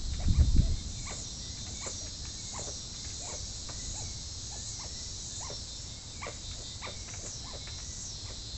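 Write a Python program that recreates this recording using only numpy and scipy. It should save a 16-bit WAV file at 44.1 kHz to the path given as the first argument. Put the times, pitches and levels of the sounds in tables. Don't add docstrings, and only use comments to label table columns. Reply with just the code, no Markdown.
import sys
import numpy as np
from scipy import signal
from scipy.fft import rfft, irfft, next_fast_len
from scipy.io import wavfile
from scipy.ndimage import uniform_filter1d, map_coordinates

SR = 44100
rng = np.random.default_rng(int(sys.argv[2]) if len(sys.argv) > 2 else 0)


def wav_record(signal):
    frames = np.transpose(np.atleast_2d(signal))
    bounded = np.clip(frames, -1, 1)
    quanta = np.round(bounded * 32767).astype(np.int16)
    wavfile.write(sys.argv[1], SR, quanta)


N = 377937
T = np.arange(N) / SR

# (frequency [Hz], level [dB])
RUMBLE_SPECTRUM = [(20, -6), (35, -2), (75, 0.5), (110, -2), (160, -12.5), (250, -15), (400, -27),
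                   (1000, -43)]
# (frequency [Hz], level [dB])
EARLY_SPECTRUM = [(60, -25), (130, -3), (200, -0.5), (290, -5), (420, -22), (900, -62)]
# (frequency [Hz], level [dB])
HUSH_SPECTRUM = [(100, -4.5), (500, -1.5), (800, -4), (1300, -8.5), (2500, -11), (4000, -5), (8000, -21.5)]
# (frequency [Hz], level [dB])
THUMP_SPECTRUM = [(12, -30.5), (20, 6), (43, 1.5), (67, 4), (325, -27), (365, -32.5), (600, -54),
                  (780, -82), (1320, -120)]
# (time [s], level [dB])
SWELL_PEAKS = [(.31, -18.5), (.415, -18), (.59, -18), (0.711, -24.5)]
# (time [s], frequency [Hz], level [dB])
THUMPS = [(.283, 191, -23.5), (0.444, 200, -28), (0.562, 220, -20.5), (.594, 126, -19)]
# (time [s], level [dB])
CHORUS_LEVEL = [(0, -52), (3.77, -49.5), (8.57, -52)]
# (frequency [Hz], level [dB])
CHORUS_SPECTRUM = [(2000, -48.5), (3000, -23), (3400, -15.5), (3900, -0.5), (4300, -3.5), (5200, -3),
                   (6500, -3), (7500, -1.5), (7950, -5.5), (8300, -28.5)]
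# (start [s], end [s], centre [Hz], half-width [Hz], level [dB])
INSECT_TRILLS = [(1.5, 5.2, 6547, 17, -53.5), (0, 5.8, 4135, 21, -55.5)]
# (time [s], level [dB])
RASP_SWELLS = [(3.55, -48.5), (5.02, -50.5), (5.78, -50.5), (6.3, -53), (6.58, -53.5)]
# (start [s], end [s], click rate [Hz], ring [Hz], width [Hz], level [dB])
HELD_NOTES = [(-.1, .8, 337.5, 4800, 2200, -51), (1.2, 5.3, 331.6, 4400, 900, -52),
              (7.37, 7.82, 329.4, 4000, 300, -47), (8.1, 8.6, 329.6, 4000, 300, -46.5)]
# (time [s], level [dB])
THROB_LEVEL = [(.15, -52.5), (1.65, -49), (2.25, -54.5), (2.95, -51), (3.35, -59.5), (5.1, -61), (5.4, -49),
               (5.75, -49), (6.25, -55.5), (6.5, -44.5), (6.9, -44)]
# (time [s], level [dB], thud offset [dB])
FOOTFALLS = [(0.133, -33, -14), (.2353, -36.5, -3), (1.6632, -35, -20), (2.065, -40, -13),
             (3.042, -36.5, -6), (3.1021, -41, -19), (3.687, -34, 4), (6.5115, -38, -15),
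             (7.078, -32.5, -5), (7.135, -37.5, 0.5), (7.257, -36.5, -2), (7.67, -36.5, -2.5),
             (7.782, -37.5, -5)]
# (time of top [s], arch length [s], top pitch [Hz], level [dB], croak offset [dB])
YELPS = [(.215, 0.053, 738, -52.5, -24), (.365, 0.073, 1200, -60.5, 6), (.65, 0.12, 670, -57, -14),
         (1.085, .063, 1193, -53, 0), (1.195, 0.072, 693, -60, -20), (1.68, 0.069, 760, -61.5, -19),
         (1.838, .057, 1170, -54, 6), (2.04, .1, 660, -62, -15), (2.564, .066, 1100, -49, -6.5),
         (2.65, .051, 732, -57, 6), (3.245, 0.093, 718, -56, -4), (3.298, .067, 1127, -52.5, 1),
         (3.985, 0.095, 863, -54.5, -10), (4.535, 0.067, 839, -57, -14), (4.82, 0.067, 1138, -56, -5),
         (5.455, .1, 1095, -50.5, -1), (6.242, 0.054, 1200, -47.5, -0.5), (6.57, .073, 684, -61, 0),
         (6.845, 0.053, 1190, -50, 1), (7.215, 0.056, 685, -57.5, -1), (7.49, 0.11, 1097, -54.5, 1),
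         (8.275, 0.051, 1227, -63, 6)]
# (frequency [Hz], level [dB], t60 [s])
THROAT_MODES = [(551, 6, 0.02), (1040, 1.5, 0.0022), (2000, -9, 0.014)]
# (time in song [s], from [Hz], toward [Hz], level [dB])
SONG_NOTES = [(0, 1880, 2226, -62.5), (.275, 2700, 2133, -62), (.755, 1793, 2066, -62.5),
              (1.08, 2407, 2126, -61.5), (1.575, 1672, 1810, -64), (1.735, 2260, 2110, -63.5),
              (1.95, 1805, 2040, -62.5), (2.37, 1654, 1850, -67)]
# (start [s], no new note after [s], level [dB])
SONG_REPEATS = [(.62, 1.85, 0.5), (2.91, 2.6, 1), (5.82, 2.15, -0.5)]
# (time of crest [s], ring at crest [Hz], resting click rate [Hz])
CRESTS = [(1.16, 7270, 390), (1.87, 7060, 335.8), (2.6, 7140, 335.4), (3.29, 7100, 340), (3.98, 7060, 360),
          (4.67, 7100, 331.4), (5.38, 6980, 377), (7.26, 6830, 329.4), (8.02, 6660, 329.6)]
# (time from crest [s], tension [1 at crest], rasp level [dB], drone level [dB])
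PHRASE_SHAPE = [(-.45, .2, -30, -50), (-.3, .4, -9, -40), (-.17, .68, -4, -25), (-.06, .8, -3, -10),
                (0, 1, -2, 6), (.045, .62, -9, 8), (.09, .25, -18, 4), (.22, 0, -30, 0),
                (.42, -.05, -35, -2), (.58, .1, -50, -14)]
# (frequency [Hz], t60 [s])
TREE_DECAY = [(200, 0.28), (1200, 0.36), (3000, 0.62), (8000, 0.12)]


def amp(db):
    return 10 ** (np.asarray(db) / 20)


def unit(x):
    return x / np.sqrt(np.mean(x ** 2) + 1e-20)


def along(points, hz):
    f, v = np.transpose(points)
    return np.interp(np.log(hz + 1), np.log(f + 1), v)


def curves(rows, t=T):
    s, *cols = np.transpose(rows)
    return [np.interp(t, s, c) for c in cols]


def wobble(rate):
    knots = rng.standard_normal(int(N * rate / SR) + 4)
    return np.interp(T, T[::64], map_coordinates(knots, [T[::64] * rate]))


def filtered(x, gain):
    m = next_fast_len(len(x) + 8192)
    return irfft(rfft(x, m) * gain(np.fft.rfftfreq(m, 1 / SR)), m)[:len(x)]


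def coloured(x, spectrum):
    return filtered(x, lambda hz: amp(along(spectrum, hz)))


def noise(spectrum):
    return unit(coloured(rng.standard_normal(N), spectrum))


def gate(start, end, fade=0.045):
    return np.clip(np.minimum(T - start, end - T) / fade + .5, 0, 1)


def bump(s, width_s):
    return np.exp(-.5 * ((T - s) / width_s) ** 2)


def add(track, s, x):
    i = max(0, round(s * SR))
    track[i:i + len(x)] += x[:max(0, N - i)]


def clicks(times, hz, t60, gain, attack=1e-5, size=200):
    index = np.ceil(times * SR).astype(int)[:, None] + np.arange(size)
    t = index / SR - times[:, None]
    ring = np.sin(2 * np.pi * np.reshape(hz, (-1, 1)) * t) * amp(-60 * t / t60)
    ring *= 1 - np.exp(-t / attack)
    ring *= np.reshape(gain, (-1, 1)) / np.linalg.norm(ring, axis=1, keepdims=True)
    inside = (index >= 0) & (index < N)
    return np.bincount(index[inside], ring[inside], N)


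def far_air(early_until_s=2.63, fade_db_per_s=11):
    swell_db = 3.5 * bump(3.83, width_s=.2)
    rumble = noise(RUMBLE_SPECTRUM) * amp(-45 + swell_db + 0.62 * wobble(6))
    early = noise(EARLY_SPECTRUM) * amp(-56 - fade_db_per_s * np.maximum(T - early_until_s, 0))
    return rumble + early + amp(-55.5) * noise(HUSH_SPECTRUM)


def low_thumps(peak_s=.45, rise_db_per_s=21, fall_db_per_s=23, thump_cycles=2.1):
    swell = amp(-27.5 - np.maximum(rise_db_per_s * (peak_s - T), fall_db_per_s * (T - peak_s)))
    eddies = sum(amp(db) * bump(s, width_s=0.031) for s, db in SWELL_PEAKS)
    out = noise(THUMP_SPECTRUM) * amp(-2) * np.hypot(swell, eddies)
    t = np.arange(SR // 20) / SR
    for s, hz, db in THUMPS:
        window = np.sin(np.pi * np.minimum(t * hz / thump_cycles, 1)) ** 2
        add(out, s, amp(db) * window * np.sin(2 * np.pi * hz * t))
    return out


def buzz(t, rate, ring_hz, width_hz, uneven_db, waver_db):
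    knots = np.arange(t[0], t[-1] + .2, .1)
    out = np.zeros(len(t))
    for k in np.arange(19, 49) / 2:
        gain = amp(2 * (k % 1) * uneven_db) / np.hypot(1, 2 * (k * rate - ring_hz) / width_hz)
        waver = np.interp(t, knots, amp(waver_db * rng.standard_normal(len(knots))))
        phase = 2 * np.pi * (k * rate * t % 1) + rng.uniform(0, np.pi)
        out += gain * waver * np.sin(phase.astype(np.float32))
    return unit(out)


def far_chorus():
    voices = sum(buzz(T, rng.uniform(322, 340), rng.uniform(4000, 6000), 5000, uneven_db=-6, waver_db=3)
                 for _ in range(3))
    out = unit(coloured(voices, CHORUS_SPECTRUM)) + noise(CHORUS_SPECTRUM)
    out *= amp(curves(CHORUS_LEVEL)[0] + 1 + 0.56 * wobble(8))
    for start, end, centre, width, db in INSECT_TRILLS:
        trill = filtered(rng.standard_normal(N), lambda hz: 1 / (1 + ((hz - centre) / width) ** 4))
        out += unit(trill) * gate(start, end) * amp(db)
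    swells = sum(amp(db) * bump(s, width_s=0.092) for s, db in RASP_SWELLS)
    return out + swells * noise([(4500, -24.5), (5800, -12), (6900, 0.5), (7700, -6), (8300, -30)])


def other_cicadas(throb_start_s=.15, gap_s=.16, slowing_s=.00093, throb_click_hz=329.5):
    out = np.zeros(N)
    for start, end, rate, hz, width_hz, db in HELD_NOTES:
        level = gate(start, end, fade=0.13)
        on = level > 0
        out[on] += amp(db) * level[on] * buzz(T[on], rate, hz, width_hz, uneven_db=-3, waver_db=2.5)
    k = np.arange(39)
    bursts = throb_start_s + k * (gap_s + slowing_s * (k - 1) / 2)
    for s, db in zip(bursts, curves(THROB_LEVEL, bursts)[0]):
        effort = np.clip((db + 56) / 10, 0, 1)
        half_s = 0.05 + .045 * effort
        t = np.arange(s - half_s, s + half_s, 1 / SR)
        burst = buzz(t, throb_click_hz, 3680 + 175 * effort, width_hz=270, uneven_db=-30, waver_db=1)
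        add(out, s - half_s, amp(db) * signal.windows.tukey(len(t), .7) * burst)
    return coloured(out, [(2400, -27), (3000, -13.5), (3300, -1.5), (8000, -1)])


def footsteps(t60=0.11, attack_s=.0025, scuff_count=5, scuff_until_s=3):
    scuffs = [(scuff_until_s * (k + rng.uniform()) / scuff_count, rng.normal(-42.5, 3), -7)
              for k in range(scuff_count)]
    crush, knock = np.zeros((2, N))
    t = np.arange(SR // 5) / SR
    shape = amp(-60 * t / t60) * (1 - np.exp(-t / attack_s))
    for s, db, thud_db in FOOTFALLS + scuffs:
        add(crush, s, amp(db) * shape)
        add(knock, s, amp(db + thud_db) * shape)
    leaves = noise([(500, -21), (1300, 8), (2500, 10), (4000, -14), (8000, -40.5)])
    leaves *= amp(3.5 * wobble(330))
    soil = noise([(100, -12.5), (400, -9.5), (900, -7), (1600, -17), (4000, -52)])
    return amp(-12) * crush * leaves + amp(-10) * knock * soil


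def yelp(t, u, top_hz, bright_db, beak_hz=2300, beak_width_hz=550):
    hoarse = np.clip(u, 0, 1)
    arch = np.interp(top_hz, [700, 1150], [2.3, 1.45])
    jitter, shimmer = unit(uniform_filter1d(rng.standard_normal((2, len(t))), size=150, axis=1))
    hz = top_hz * (1 - (.43 + .15 * hoarse) * np.abs(u) ** arch)
    hz *= 1 + (.022 + .055 * hoarse) * jitter
    phase = 2 * np.pi * np.cumsum(hz) / SR
    overtones = sum(np.sin(k * phase) * 2 / k / (1 + ((k * hz - beak_hz) / beak_width_hz) ** 2)
                    for k in range(2, 5))
    voice = np.sin(phase) + amp(bright_db + 1) * overtones
    return voice * amp((3 + 2 * hoarse) * shimmer) * signal.windows.tukey(len(t), .35)


def croak(start, bright_db, pulse_hz=175, width_s=0.037):
    out = np.zeros(N)
    k = np.arange(7)
    slip, size = rng.standard_normal((2, len(k)))
    delay = (k * (1 + .04 * k) + .15 * slip) / pulse_hz
    push = amp(2 * size) * np.exp(-((delay - .012) / (width_s / 2)) ** 2)
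    for order, (mode_hz, mode_db, t60) in enumerate(THROAT_MODES):
        open_db = (bright_db + 5.5 - 350 * delay) * order / 2
        hz = mode_hz * (1 + 0.089 * rng.standard_normal(len(k)))
        out += clicks(start + delay, hz, t60, push * amp(mode_db + open_db), attack=0.00041, size=900)
    return out


def clucks(rise_share=.49, opens_hz=1121, opening_span_hz=54.6):
    out = np.zeros(N)
    for s, length, top_hz, db, croak_db in YELPS:
        rise, fall = length * rise_share, length * (1 - rise_share)
        bright_db = -9.5 + 9 * np.clip((top_hz - opens_hz) / opening_span_hz, 0, 1)
        t = np.arange(-1.2 * rise, 1.3 * fall, 1 / SR)
        u = t / np.where(t < 0, rise, fall)
        add(out, s + t[0], amp(db + 5.5) * yelp(t, u, top_hz, bright_db))
        out += amp(db + croak_db + 26) * croak(s + .9 * fall, bright_db)
    return out


def far_whistler(note_s=.19, settle=0.37, waver=.014, flicker_db=3):
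    out = np.zeros(N)
    u = np.arange(int(note_s * SR)) / (note_s * SR)
    window = signal.windows.tukey(len(u), .4)
    for start, lasts, song_db in SONG_REPEATS:
        for s, from_hz, toward_hz, db in SONG_NOTES:
            if s < lasts:
                hz = toward_hz + (from_hz - toward_hz) * np.exp(-u / settle)
                hz *= 1 + waver * wobble(70)[:len(u)]
                add(out, start + s, amp(song_db + db) * window * np.sin(2 * np.pi * np.cumsum(hz) / SR))
    return out * amp(flicker_db * wobble(45))


def tymbals(crest, rate, speedup=.56, uneven=0.1036, drift=0.00249):
    t = np.arange(crest + PHRASE_SHAPE[0][0], crest + PHRASE_SHAPE[-1][0], 1 / SR)
    tension = curves(PHRASE_SHAPE, t - crest)[0]
    race = np.clip(1.25 * tension, 0, 1) ** 4
    turns = np.cumsum(rate * (1 + speedup * race + drift * wobble(8)[:len(t)])) / SR
    k = np.arange(int(turns[-1]))
    return np.interp(k + uneven * (k % 2), turns, t)


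def near_cicada(relax_hz=1650, flutter_hz=50, flutter_db=3, scatter_db=4):
    out = np.zeros(N)
    for crest, top_hz, rate in CRESTS:
        times = tymbals(crest, rate)
        tension, rasp_db, drone_db = curves(PHRASE_SHAPE, times - crest)
        hz = top_hz - relax_hz * (1 - tension)
        size = np.sqrt(SR * np.gradient(times))
        out += clicks(times, hz, t60=0.004, gain=amp(drone_db - 51) * size)
        rasp_db += flutter_db * np.sin(2 * np.pi * flutter_hz * times)
        for rib in range(3):
            slip, scatter, detune = rng.standard_normal((3, len(times)))
            rib_hz = hz * (1 + 0.036 * detune)
            gain = amp(rasp_db - 50 + scatter_db * scatter) * size
            out += clicks(times + slip / rate, rib_hz, t60=0.0024, gain=gain, attack=0.00036)
    return coloured(out, [(2500, -54.5), (3400, -8), (4000, 0.5), (7800, 5), (8300, -3.5)])


def trees(x):
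    hz, t, bands = signal.stft(rng.standard_normal((SR * 3) // 4), SR, nperseg=256)
    decay = amp(-60 * t / along(TREE_DECAY, hz)[:, None])
    tail = signal.istft(bands * decay, SR, nperseg=256)[1]
    return signal.fftconvolve(x, tail / np.linalg.norm(tail))[:N]


def scene():
    ground = clucks() + footsteps()
    cicada, others, whistler = near_cicada(), other_cicadas(), far_whistler()
    direct = ground + amp(-6) * cicada + amp(-1) * others + amp(-6) * whistler
    echo = trees(amp(-11) * ground + amp(-4.5) * cicada + amp(-11.5) * others + amp(-4) * whistler)
    return direct + echo + far_chorus() + far_air() + low_thumps()


def record(dry, top_hz=8140):
    return filtered(dry, lambda hz: 1 / np.sqrt(1 + np.minimum(hz / top_hz, 2) ** 400))[None]


dry = scene()
out = record(dry)
wav_record(out)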